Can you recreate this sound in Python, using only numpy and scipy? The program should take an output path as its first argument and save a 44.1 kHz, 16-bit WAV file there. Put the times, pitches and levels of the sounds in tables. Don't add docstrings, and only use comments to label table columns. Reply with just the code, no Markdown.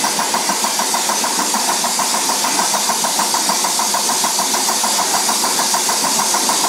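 import sys
import numpy as np
from scipy import signal
from scipy.fft import rfft, irfft, next_fast_len
from scipy.io import wavfile
from scipy.ndimage import map_coordinates

SR = 44100
rng = np.random.default_rng(int(sys.argv[2]) if len(sys.argv) > 2 else 0)


def store_wav(level_fs):
    pcm = np.round(np.clip(np.atleast_2d(level_fs), -1, 1) * 32767)
    wavfile.write(sys.argv[1], SR, pcm.T.astype(np.int16))


N = 294588


def cam():
    # start/s, end/s
    hurries = [(.85, 1.24), (2.35, 2.74), (3.79, 4.69), (6.33, 6.68)]
    usual_rpm, hurried_rpm, first_stroke_s = 399.12, 402.1, .0379
    t = np.arange(N) / SR
    hurried = np.any([(t >= start) & (t < end) for start, end in hurries], axis=0)
    turns = np.cumsum(np.where(hurried, hurried_rpm, usual_rpm)) / (60 * SR)
    turns -= np.interp(first_stroke_s, t, turns)
    times = np.interp(np.arange(np.ceil(turns[-1])), turns, t)
    return times, rng.normal(loc=-.5, scale=.35, size=len(times))


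def knocks(strokes):
    # delay/s, f/Hz, level/dB, rise/s, scatter/dB
    hits = [(.0003, 905, -9.1, .0031, .5), (.0055, 1450, -25, .003, 2.5), (.0068, 931, -11.3, .0024, .5),
            (.0107, 707, -15.3, .0045, .8), (.0135, 1585, -26, .003, 2), (.016, 2030, -29, .002, 2),
            (.0168, 996, -18, .0026, 1), (.0272, 1025, -10.6, .0038, .6), (.0407, 900, -21, .0023, 1),
            (.0483, 724, -20, .0041, 1), (.054, 922, -20.5, .005, 1), (.0663, 903, -18.5, .0036, 1),
            (.0759, 862, -23, .0049, 1), (.1001, 940, -24.5, .0043, 1)]
    t = np.arange(SR // 10) / SR
    out = np.zeros(N)
    for delay, hz, db, rise, scatter_db in hits:
        ring = pulse(t / rise) * np.sin(2 * np.pi * hz * t)
        out += amp(db) * each_stroke(strokes, ring, delay, scatter_db, jitter_s=.00003)
    return out


def rattles(strokes):
    # delay/s, f/Hz, base width/Hz, level/dB, rise/s, time to fade 60 dB/s
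    noise_bursts = [(-.014, 208, 40, -34.5, .003, .06), (-0.0025, 215, 60, -29.5, .009, 0.2),
                    (.005, 698, 210, -28.5, .0024, 0.25), (0.00053, 1380, 560, -27, 0.0072, 0.21),
                    (0.0023, 2000, 190, -33, .0049, .14), (-0.00054, 4720, 140, -26.5, .003, 0.048),
                    (-0.00087, 5720, 170, -23.5, .003, 0.065), (-0.005, 14900, 1200, -33, .008, .08),
                    (.033, 14300, 2000, -35, .004, .09)]
    t = np.arange(SR // 4) / SR
    out = np.zeros(N)
    for delay, hz, width, db, rise, fade in noise_bursts:
        shape = (1 - np.exp(-t / rise)) * amp(-60 * t / fade)
        bursts = each_stroke(strokes, shape / shape.max(), delay, scatter_db=1.1, jitter_s=.0011)
        out += amp(db) * bursts * noise(lambda f: bell(f, hz, 1.7 * width) ** 2)
    return out


def oil(strokes):
    # f/Hz, relative level/dB
    rush = [(800, -43), (2300, -10), (3150, -9.5), (3450, -3.5), (4150, -4), (4600, 1), (5200, -2),
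            (6300, -1), (7400, -1), (9200, -4.5), (10700, -6), (12200, -11.5), (13600, -18.5), (15500, -27)]
    # f/Hz, width/Hz, boost/dB
    pipes = [(3780, 220, 1), (4800, 190, 2.5), (5605, 71, 4.5), (6055, 77, 5), (6340, 160, 4),
             (6800, 115, 4.5), (7720, 200, 0), (8140, 180, 2.5), (8840, 100, 2), (9730, 190, 3)]
    # t/s, level/dB
    flow = [(0, -20), (.4, -21), (.8, -19.5), (3.4, -18.5), (6.68, -17.5)]
    dip_db, dip_rise_s = 2, .028
    t = np.arange(SR // 4) / SR
    dips = each_stroke(strokes, pulse(t / dip_rise_s), delay=-.0043, scatter_db=1.3, jitter_s=0)
    hiss = noise(lambda f: amp(along(rush, f) + sum(db * bell(f, hz, width) for hz, width, db in pipes)))
    flutter = shimmer(hiss, depth_db=.6, band_hz=900, hold_s=.07)
    level_db = curve(flow) - dip_db * dips + .35 * wobble(60)
    return amp(level_db) * shimmer(flutter, depth_db=2.5, band_hz=60, hold_s=.07)


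def drive():
    # f/Hz, relative level/dB
    running_noise = [(25, -52), (60, -49), (100, -30.5), (140, -19), (175, -10), (200, -5.5), (270, -1.5),
                     (310, -4.5), (365, -2.5), (440, -6.5), (620, -7.5), (950, -2.5), (1300, -9.5),
                     (2100, -11), (4000, -26.5)]
    # f/Hz, level/dB
    hum = [(207, -44.5), (357, -46.5), (374, -45), (496, -45.5), (699, -46), (725, -43.5)]
    # f/Hz, width/Hz, level/dB
    whine = [(13720, 80, -58), (14000, 95, -49.5)]
    swell_at_s, swell_half_s, whir_fade_db_per_s = 2.484, .11, 3.5
    t = np.arange(N) / SR
    swell = np.exp(-((t - swell_at_s) / swell_half_s) ** 2)
    rumble = noise(lambda f: amp(along(running_noise, f)) * (f < SR / 8))
    rumble_db = -26.5 + 2.4 * swell + .95 * wobble(7.7)
    out = amp(rumble_db) * shimmer(rumble, depth_db=3, band_hz=50, hold_s=.12)
    whir = noise(lambda f: bell(f, centre=2460, width=2700) ** 2)
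    whir_db = -31.5 - whir_fade_db_per_s * t + 9.5 * swell
    out += amp(whir_db) * shimmer(whir, depth_db=5, band_hz=75, hold_s=.1395)
    for hz, db in hum:
        peak = np.sqrt(2) * amp(db + 1.1 * wobble(3.1))
        out += peak * np.sin(2 * np.pi * hz * t + .5 * wobble(2.055))
    for hz, width, db in whine:
        out += amp(db) * noise(lambda f: bell(f, hz, width))
    return out


def room(x):
    # f/Hz, time to fade 60 dB/s
    fade_times = [(200, 0.44), (1000, 0.27), (5000, 0.15), (15000, 0.21)]
    delay_s = .035
    hz, t, spectrum = signal.stft(rng.standard_normal(SR // 2), SR, nperseg=256)
    fade = amp(-60 * t / along(fade_times, hz)[:, None])
    tail = signal.istft(spectrum * fade, SR, nperseg=256)[1]
    delayed = np.pad(x, (round(delay_s * SR), 0))
    return signal.fftconvolve(delayed, tail / np.linalg.norm(tail))[:N]


def each_stroke(strokes, shape, delay, scatter_db, jitter_s):
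    times, db = strokes
    size, slip = rng.standard_normal((len(times), 2)).T
    starts = np.round((times + delay + jitter_s * slip) * SR).astype(int)
    clicks = np.bincount(np.clip(starts, 0, N), amp(db + scatter_db * size), N + 1)[:N]
    return signal.fftconvolve(clicks, shape)[:N]


def shimmer(x, depth_db, band_hz, hold_s):
    hz, t, spectrum = signal.stft(x, SR, nperseg=2048)
    grid = np.meshgrid(hz / band_hz, t / hold_s, indexing="ij")
    ripple = map_coordinates(rng.standard_normal(spectrum.shape), grid)
    return unit(signal.istft(spectrum * amp(depth_db * ripple), SR, nperseg=2048)[1][:N])


def noise(response):
    return unit(filtered(rng.standard_normal(N), response))


def filtered(x, response):
    size = next_fast_len(N + SR // 2)
    return irfft(rfft(x, size) * response(np.fft.rfftfreq(size, 1 / SR)), size)[..., :N]


def pulse(age):
    return (age * np.exp(1 - age)) ** 2


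def bell(hz, centre, width):
    return 1 / (1 + (2 * (hz - centre) / width) ** 2)


def wobble(rate):
    return map_coordinates(rng.standard_normal(int(N * rate / SR) + 4), [np.arange(N) * rate / SR])


def along(points, hz):
    f, values = np.transpose(points)
    return np.interp(np.log(hz + 1), np.log(f + 1), values)


def curve(rows):
    return np.interp(np.arange(N) / SR, *np.transpose(rows))


def amp(db):
    return 10 ** (np.asarray(db) / 20)


def unit(x):
    return x / np.sqrt(np.mean(x ** 2) + 1e-20)


def scene():
    strokes = cam()
    injector = knocks(strokes) + rattles(strokes)
    mono = injector + amp(-14.5) * room(injector) + drive() + oil(strokes)
    return np.array([mono, mono])


def record(dry):
    low_hz, top_hz = 75, 15750
    return filtered(dry, lambda hz: hz ** 2 / np.hypot(hz ** 2, low_hz ** 2) * (hz < top_hz))


dry = scene()
out = record(dry)
store_wav(out)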